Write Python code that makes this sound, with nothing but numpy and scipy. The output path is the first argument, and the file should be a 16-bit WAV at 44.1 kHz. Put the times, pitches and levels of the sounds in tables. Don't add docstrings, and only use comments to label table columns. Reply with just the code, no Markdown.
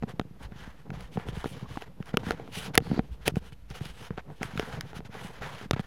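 import sys
import numpy as np
from scipy import signal
from scipy.fft import rfft, irfft
from scipy.io import wavfile
from scipy.ndimage import uniform_filter1d

SR = 44100
rng = np.random.default_rng(int(sys.argv[2]) if len(sys.argv) > 2 else 0)


def generate_wav(sig):
    pcm = np.round(np.clip(np.atleast_2d(sig).T, -1, 1) * 32767).astype(np.int16)
    wavfile.write(sys.argv[1], SR, pcm)


def invert_db(x):
    u = np.asarray(x, float) / 20
    return 10 ** u


N = 258426
TIME_S = np.arange(N) / SR


def level(x, db):
    return x * invert_db(db) / np.sqrt(np.mean(x ** 2))


def band(x, hz, width_hz):
    return signal.lfilter(*signal.iirpeak(hz, hz / width_hz, fs=SR), x)


def ring(x, hz, t60_s):
    pole = np.exp(2j * np.pi * hz / SR - np.log(1000) / (t60_s * SR))
    return signal.lfilter([1], [1, -pole], x).imag


def walk(rate_hz):
    hold = int(SR / rate_hz)
    steps = np.repeat(rng.standard_normal(N // hold + 1), hold)
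    return 1.01 * uniform_filter1d(uniform_filter1d(steps, hold), hold)[:N]


def add(out, start_s, sound, peak_db):
    i = int(start_s * SR)
    out[i:i + len(sound)] += (invert_db(peak_db) * sound / np.abs(sound).max())[:N - i]


# start_s, peak_db, pitch_hz
THUDS = [(0.024, -21.5, 214), (0.037, -17, 206), (0.137, -28, 164), (0.196, -23.5, 270), (0.212, -27, 186),
         (0.251, -32, 146), (0.309, -34, 170), (0.52, -30, 190), (0.557, -33, 146), (0.675, -32, 210),
         (0.895, -27, 147), (0.916, -25.5, 177), (0.972, -32, 121), (1.158, -24.5, 170), (1.175, -16, 192),
         (1.287, -20, 141), (1.328, -31, 146), (1.371, -22.5, 163), (1.456, -23, 255), (1.514, -32, 136),
         (1.626, -24, 162), (1.707, -31.5, 129), (1.771, -21.5, 280), (2.003, -22, 179), (2.14, -14.5, 203),
         (2.176, -20.5, 410), (2.235, -29, 210), (2.268, -21.5, 200), (2.291, -22, 205), (2.57, -31, 145),
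         (2.679, -28.5, 178), (2.778, -25, 247), (2.804, -24.5, 150), (2.821, -27, 246), (2.873, -24, 158),
         (2.901, -20, 164), (2.915, -11, 215), (2.93, -18.5, 245), (2.942, -24, 291), (2.963, -26, 232),
         (2.977, -18, 346), (2.991, -11, 216), (3.276, -17, 230), (3.32, -26, 151), (3.339, -22.5, 146),
         (3.368, -12.5, 183), (3.523, -32.5, 144), (3.706, -26.5, 135), (3.811, -20.5, 138),
         (3.857, -31.5, 162), (4.016, -31, 141), (4.106, -21, 184), (4.178, -26.5, 211), (4.304, -40, 223),
         (4.411, -23.5, 218), (4.449, -27.5, 144), (4.535, -28.5, 186), (4.555, -25, 220),
         (4.576, -20.5, 179), (4.629, -28, 214), (4.736, -27.5, 117), (4.833, -29.5, 115),
         (4.964, -29.5, 156), (4.991, -28, 193), (5.05, -33.5, 121), (5.094, -31, 183), (5.153, -35, 136),
         (5.247, -28, 183), (5.658, -29.5, 195), (5.709, -39, 222), (5.733, -14.5, 140), (5.763, -26, 220),
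         (5.795, -16.5, 186)]


def thuds(push_cycles=0.31, overtone_db=-12, overtone_ratio=2.1, ring_cycles=5.3):
    out = np.zeros(N)
    for start_s, peak_db, pitch_hz in THUDS:
        t60_s = ring_cycles / pitch_hz
        push = np.zeros(SR // 8)
        length = max(int(push_cycles * SR / pitch_hz), 4)
        push[:length] = np.hanning(length)
        main = ring(push, pitch_hz, t60_s)
        overtone = ring(push, overtone_ratio * pitch_hz, t60_s / 2)
        add(out, start_s, main + invert_db(overtone_db) * overtone, peak_db)
    return out


# low_db (weight behind the tap), treble_db (hardness)
TAPS = [(0.0253, -37, 6, -20), (0.0339, -36, 11.5, -23), (0.1965, -16.5, -3.5, -38),
        (0.2132, -38.5, 2, -20), (0.521, -46.5, 2, -24), (0.9041, -30, -3.5, -31), (1.0078, -43, -25, 5.5),
        (1.1726, -37, 18.5, -19), (1.1982, -38.5, 6, -23), (1.2864, -28.5, -2, -14), (1.368, -44, 10, -11),
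        (1.4427, -26, 5, -31), (1.4581, -31.5, 7.5, -37), (1.7732, -32, 9.5, -16), (1.8217, -32.5, -2, -9),
        (2.0023, -54, 14, -15), (2.0263, -37, -19, -18), (2.0585, -50, -12, 8), (2.0695, -54, -12, 7),
        (2.0925, -37.5, -3, -8), (2.1418, -30.5, 8, -34), (2.1711, -11.5, -4.5, -5.5),
        (2.2327, -42, 10, -25), (2.3078, -14, -1, -20), (2.3192, -31, -5, -4), (2.3982, -39, 10.5, -27),
        (2.4768, -39, 0, -21), (2.7392, -42, -9, 0), (2.746, -31, 3, 2), (2.7532, -22, -21, 7.5),
        (2.7773, -1, -4, 5.5), (2.8032, -38.5, -1, -19), (2.8687, -39, 4, -20), (2.9133, -36, 6, -21),
        (2.9931, -25.5, 12.5, -28), (3.279, -13.5, -3.5, 3), (3.3575, -33, 0, -8), (3.3686, -38, 11.5, -19),
        (3.5234, -45.5, 5, -19), (3.7024, -43, -12, 4.5), (3.7128, -41, 4.5, -6), (3.7526, -37.5, -16, -11),
        (3.8082, -38.5, 0, -19), (3.8552, -37.5, -7, 2.5), (4.0044, -49, -15, -15),
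        (4.1063, -40.5, 15.5, -25), (4.1768, -28.5, 0, -43), (4.1822, -29.5, 2.5, -47),
        (4.3019, -46.5, 12, -31), (4.4118, -41.5, 2.5, -20), (4.4177, -35.5, 10, -33),
        (4.4308, -22, -5, -4.5), (4.5759, -25, -5, -9), (4.5963, -17, 0, -19), (4.6277, -31, -3, -22),
        (4.8094, -26.5, -16, 2.5), (4.9315, -36, 3, -31), (5.0049, -39, 9, -28), (5.0491, -53, 7, -20),
        (5.1498, -43.5, 12.5, -18), (5.4212, -39, 2, -12), (5.6131, -37.5, 5, -21),
        (5.7103, -9, -18.5, -7.5), (5.7335, -22, -1, -36), (5.7628, -40, 14, -30),
        (5.7945, -26.5, -0.5, -36)]
# pitch_hz (shifted a little at each tap), t60_s, strength_db (within its group)
MODES = [
    [(461, 0.05, -1.5), (585, 0.0087, 2.5), (764, 0.031, -1), (877, 0.0098, 1)],
    [(1383, 0.0086, 9), (1670, 0.0076, -4)],
    [(2170, 0.0059, -2.5), (2680, 0.0053, 3.5), (3065, 0.012, -6), (3494, 0.0043, 1)],
    [(4980, 0.0018, 13.5), (6130, 0.003, -5), (7510, 0.0018, -18.5), (9730, 0.0045, 3.5),
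     (11880, 0.0088, -15.5), (14700, .003, -17)],
]
GROUP_PUSHES = (0.00049, 0.00058, 0, 0)


def taps(rattle_db=-11, rattle_t60_s=0.0057):
    out = np.zeros(N)
    t = np.arange(SR // 10) / SR
    for start_s, peak_db, low_db, treble_db in TAPS:
        upper_db = 2.5 + 0.2 * treble_db
        contact = invert_db(rattle_db - 60 * t / rattle_t60_s) * rng.standard_normal(len(t))
        contact[0] += 1
        spot = 1 + 0.025 * rng.standard_normal((4, 6))
        group_db = (low_db, 0, upper_db, treble_db)
        for modes, part_db, push_s, shifts in zip(MODES, group_db, GROUP_PUSHES, spot):
            push = np.convolve(contact, np.hanning(int(push_s * SR) + 3))[:len(t)]
            sound = 0
            for (hz, t60_s, strength_db), shift in zip(modes, shifts):
                gain = invert_db(strength_db + airy(hz, treble_db))
                sound = sound + gain * ring(push, hz * shift, t60_s)
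            add(out, start_s, sound, peak_db + part_db)
    return out


def airy(hz, treble_db, per_octave=0.27):
    octaves_up = np.log2(hz / MODES[-1][0][0])
    return per_octave * treble_db * max(octaves_up, 0)


# pitch_hz, width_hz, strength_db (within its group)
SCRAPE_RUB = [(2430, 1580, 22.5), (2920, 340, 14), (3820, 700, -19.5)]
DULL_RUB = [(750, 370, -10), (940, 650, 8.5), (1409, 530, 5), (1720, 610, 1.5)]
BRIGHT_RUB = [(4710, 2400, -2), (5740, 600, -10.5), (8240, 1010, 3), (9490, 2400, 3), (11940, 3000, -14.5),
              (14300, 2500, -16.5)]


def rubbing():
    slips = rng.standard_normal(N) * invert_db(1.8 * walk(900) + 1.6 * walk(150))
    out = 0
    for peaks, gain in zip((SCRAPE_RUB, DULL_RUB, BRIGHT_RUB), stroke_levels()):
        part = 0
        for hz, width_hz, strength_db in peaks:
            flutter = invert_db(strength_db + 2.6 * walk(24.89))
            part = part + flutter * band(band(slips, hz, width_hz), hz, 3 * width_hz)
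        out = out + gain * level(part, 0)
    return out


# hardest_s, swell_s, ease_s, dull_db (level of the dull part at the hardest moment),
# dryness_db (scrape above the dull part)
RUBS = [(0.028, 0.008, 0.022, -51, -19), (0.1, 0.029, 0.033, -47.5, -9), (0.44, 0.057, 0.038, -50.5, -5.5),
        (0.525, 0.023, 0.063, -57, -17), (0.61, 0.072, 0.08, -49.5, -7), (0.69, 0.058, 0.06, -55.5, -10),
        (0.8, 0.11, 0.048, -61.5, -9), (0.95, 0.029, 0.037, -50, -11), (1.02, 0.072, 0.088, -51.5, -6.5),
        (1.14, 0.034, 0.035, -61, 8), (1.21, 0.069, 0.067, -49, -15), (1.29, 0.039, 0.033, -49, -3),
        (1.38, 0.073, 0.12, -46, -7), (1.46, 0.04, 0.14, -54.5, 5.5), (1.578, 0.021, 0.091, -50, -8),
        (1.73, 0.086, 0.12, -54, -2.5), (1.82, 0.023, 0.035, -48, -9), (1.87, 0.023, 0.021, -58.5, -16),
        (2.01, 0.016, 0.042, -60, -11), (2.09, 0.05, 0.033, -48.5, -8.5), (2.142, 0.011, 0.011, -44.5, -21),
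        (2.2, 0.016, 0.092, -57, -6), (2.28, 0.053, 0.079, -40.5, -8.5), (2.39, 0.1, 0.071, -54, -12),
        (2.48, 0.061, 0.11, -75, 11), (2.569, 0.057, 0.066, -44, 5), (2.648, 0.057, 0.057, -44, 3),
        (2.751, 0.017, 0.02, -40, -7), (2.85, 0.041, 0.15, -52.5, -6.5), (2.95, 0.08, 0.07, -47, -12),
        (3.05, 0.072, 0.084, -72.5, 7), (3.135, 0.037, 0.035, -66, 4), (3.238, 0.042, 0.07, -56.5, -4.5),
        (3.28, 0.029, 0.011, -33, 4), (3.296, 0.018, 0.02, -44.5, -4.5), (3.37, 0.023, 0.028, -51, 1.5),
        (3.473, 0.082, 0.038, -55.5, -2.5), (3.53, 0.013, 0.013, -65, 10), (3.715, 0.037, 0.028, -55.5, 0),
        (3.76, 0.027, 0.042, -47.5, 1.5), (3.82, 0.028, 0.089, -53.5, 1), (3.87, 0.043, 0.072, -52, 2.5),
        (3.96, 0.064, 0.056, -60, 2), (4.02, 0.069, 0.057, -49.5, -0.5), (4.054, 0.032, 0.047, -50.5, -2.5),
        (4.114, 0.015, 0.077, -59.5, -15), (4.187, 0.02, 0.027, -45.5, -27),
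        (4.32, 0.026, 0.058, -60.5, -10), (4.375, 0.027, 0.037, -63, 3.5), (4.451, 0.057, 0.047, -45, -5.5),
        (4.53, 0.1, 0.066, -49, -11), (4.61, 0.081, 0.12, -44, -8), (4.741, 0.067, 0.067, -43, -10),
        (4.81, 0.014, 0.048, -51.5, -14), (4.885, 0.051, 0.063, -52.5, -7), (4.973, 0.039, 0.03, -48, -3),
        (5.06, 0.015, 0.023, -51, -8.5), (5.161, 0.064, 0.064, -46, -11), (5.25, 0.085, 0.072, -44.5, -4),
        (5.34, 0.073, 0.087, -49, -8.5), (5.434, 0.029, 0.071, -40, -11.5), (5.53, 0.12, 0.067, -47, -6.5),
        (5.62, 0.076, 0.057, -45, -8.5), (5.736, 0.0067, 0.016, -37, -16), (5.768, 0.0099, 0.034, -43, -28),
        (5.799, 0.01, 0.02, -44.5, -5.5), (5.845, 0.033, 0.034, -53.5, -8)]


def stroke_levels():
    sharpness = np.array([1.3, 1.1, 1.6])[:, None]
    power = np.zeros((3, N))
    for hardest_s, swell_s, ease_s, dull_db, dryness_db in RUBS:
        bright_db = -8.5 + 0.86 * dryness_db
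        peak_db = dull_db + np.array([dryness_db, 0, bright_db])[:, None]
        begin_s, end_s = hardest_s - swell_s, hardest_s + ease_s
        near = slice(max(int(begin_s * SR), 0), int(end_s * SR))
        angle = np.interp(TIME_S[near], [begin_s, hardest_s, end_s], [0, np.pi / 2, 0])
        power[:, near] += (invert_db(peak_db) * np.sin(angle) ** sharpness) ** 2
    return np.sqrt(power)


def puff(start_s=2.8, end_s=3.0, pitch_hz=4350, width_hz=770):
    grow = np.interp(TIME_S, [start_s, start_s + 0.04, end_s - 0.01, end_s], [0, 0.5, 0.75, 0])
    air = band(band(rng.standard_normal(N), pitch_hz, width_hz), pitch_hz, 2 * width_hz)
    return grow * invert_db(1.5 * walk(60)) * level(air, -53.5)


# start_s, peak_db
POPS = [(1.547, -46), (1.597, -44), (1.658, -41.5), (1.711, -44), (1.756, -38)]


def pops(pitch_hz=1120, t60_s=0.033):
    out = np.zeros(N)
    push = np.pad(np.hanning(SR // 2000), (0, SR // 20))
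    for start_s, peak_db in POPS:
        add(out, start_s, ring(push, pitch_hz, t60_s), peak_db)
    return out


# time_s, body_db (rumble without rubbing drag)
EFFORT = [(0.0, -50.5), (0.78, -54), (1.52, -44), (1.94, -52), (2.07, -51), (2.24, -38), (2.63, -49.5),
          (2.82, -43), (2.97, -50.5), (3.49, -60.5), (3.75, -64.5), (3.97, -53.5), (4.11, -60), (4.34, -49),
          (4.6, -47), (5.61, -51), (5.73, -57), (5.86, -56)]


def jostle(lumpy_db=6.5):
    effort_s, effort_db = np.transpose(EFFORT)
    effort = invert_db(np.interp(TIME_S, effort_s, effort_db))
    drag = stroke_levels()[1]
    sway = np.sin(2 * np.pi * np.cumsum(54 + 7 * walk(30)) / SR)
    low = sway + level(band(band(rng.standard_normal(N), 40, 50), 34, 62), -0.5)
    bumps = rng.standard_normal(N) * invert_db(lumpy_db * walk(60))
    body = band(band(bumps, 152.7, 78), 140, 170) + invert_db(-10) * band(band(bumps, 240, 150), 290, 430)
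    knock = band(band(bumps, 396, 170), 440, 350) + invert_db(-5) * band(band(bumps, 602, 150), 820, 370)
    low_gain = invert_db(-57.5) + lurch_level()
    body_gain = np.hypot(effort, invert_db(-1.5) * drag)
    knock_gain = np.hypot(invert_db(-12.5) * effort, invert_db(-6) * drag)
    return low_gain * level(low, 0) + body_gain * level(body, 0) + knock_gain * level(knock, 0)


# peak_s, peak_db (each lurch alone)
LURCHES = [(.02, -49), (.45, -36.5), (.66, -41.5), (.96, -43), (1.04, -41), (1.28, -45), (1.35, -35.5),
           (1.45, -41), (1.71, -43), (2.01, -53), (2.28, -36), (2.6, -46), (2.79, -38.5), (2.9, -34),
           (3.0, -41), (3.121, -36.5), (3.36, -35), (3.22, -46), (3.52, -46), (3.64, -46), (3.72, -41),
           (3.82, -47), (3.9, -45), (4.13, -44.5), (4.42, -51), (4.58, -39), (4.75, -41), (4.99, -46),
           (5.27, -50), (5.42, -45), (5.72, -44), (5.81, -46)]


def lurch_level(rise_db_s=351.5, fall_db_s=302):
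    out = np.zeros(N)
    for peak_s, peak_db in LURCHES:
        after_s = TIME_S - peak_s
        below_db = np.where(after_s < 0, -rise_db_s * after_s, fall_db_s * after_s)
        out += invert_db(peak_db - below_db)
    return out


# (relative, per Hz)
HISS = [(120, -52), (200, -1.5), (347, -22.5), (424, -18.5), (601, -14.5), (2960, -21), (8270, -33.5),
        (13100, -30), (16000, -48.5)]


def hiss():
    hz, density_db = np.transpose(HISS)
    f = np.fft.rfftfreq(N, 1 / SR) + 1
    colour = invert_db(np.interp(np.log(f), np.log(hz), density_db))
    return level(irfft(rfft(rng.standard_normal(N)) * colour, N), -66)


def scene():
    blows = signal.lfilter(*signal.butter(2, 82, "high", fs=SR), thuds() + taps())
    return (blows + rubbing() + puff() + pops() + jostle() + hiss())[None]


def band_limit(x):
    return signal.sosfilt(signal.butter(12, 16800, fs=SR, output="sos"), x)


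def record(dry, clip=0.7, knee=4, top_hz=16100, offset=0.0033):
    thinned = signal.lfilter(*signal.butter(2, 38, "high", fs=SR), dry)
    rounded = thinned / (1 + (thinned / clip) ** knee) ** (1 / knee)
    top_cut = signal.ellip(8, 0.2, 70, top_hz, fs=SR, output="sos")
    finished = signal.sosfilt(top_cut, rounded) + offset
    return band_limit(finished)


dry = scene()
out = record(dry)
generate_wav(out)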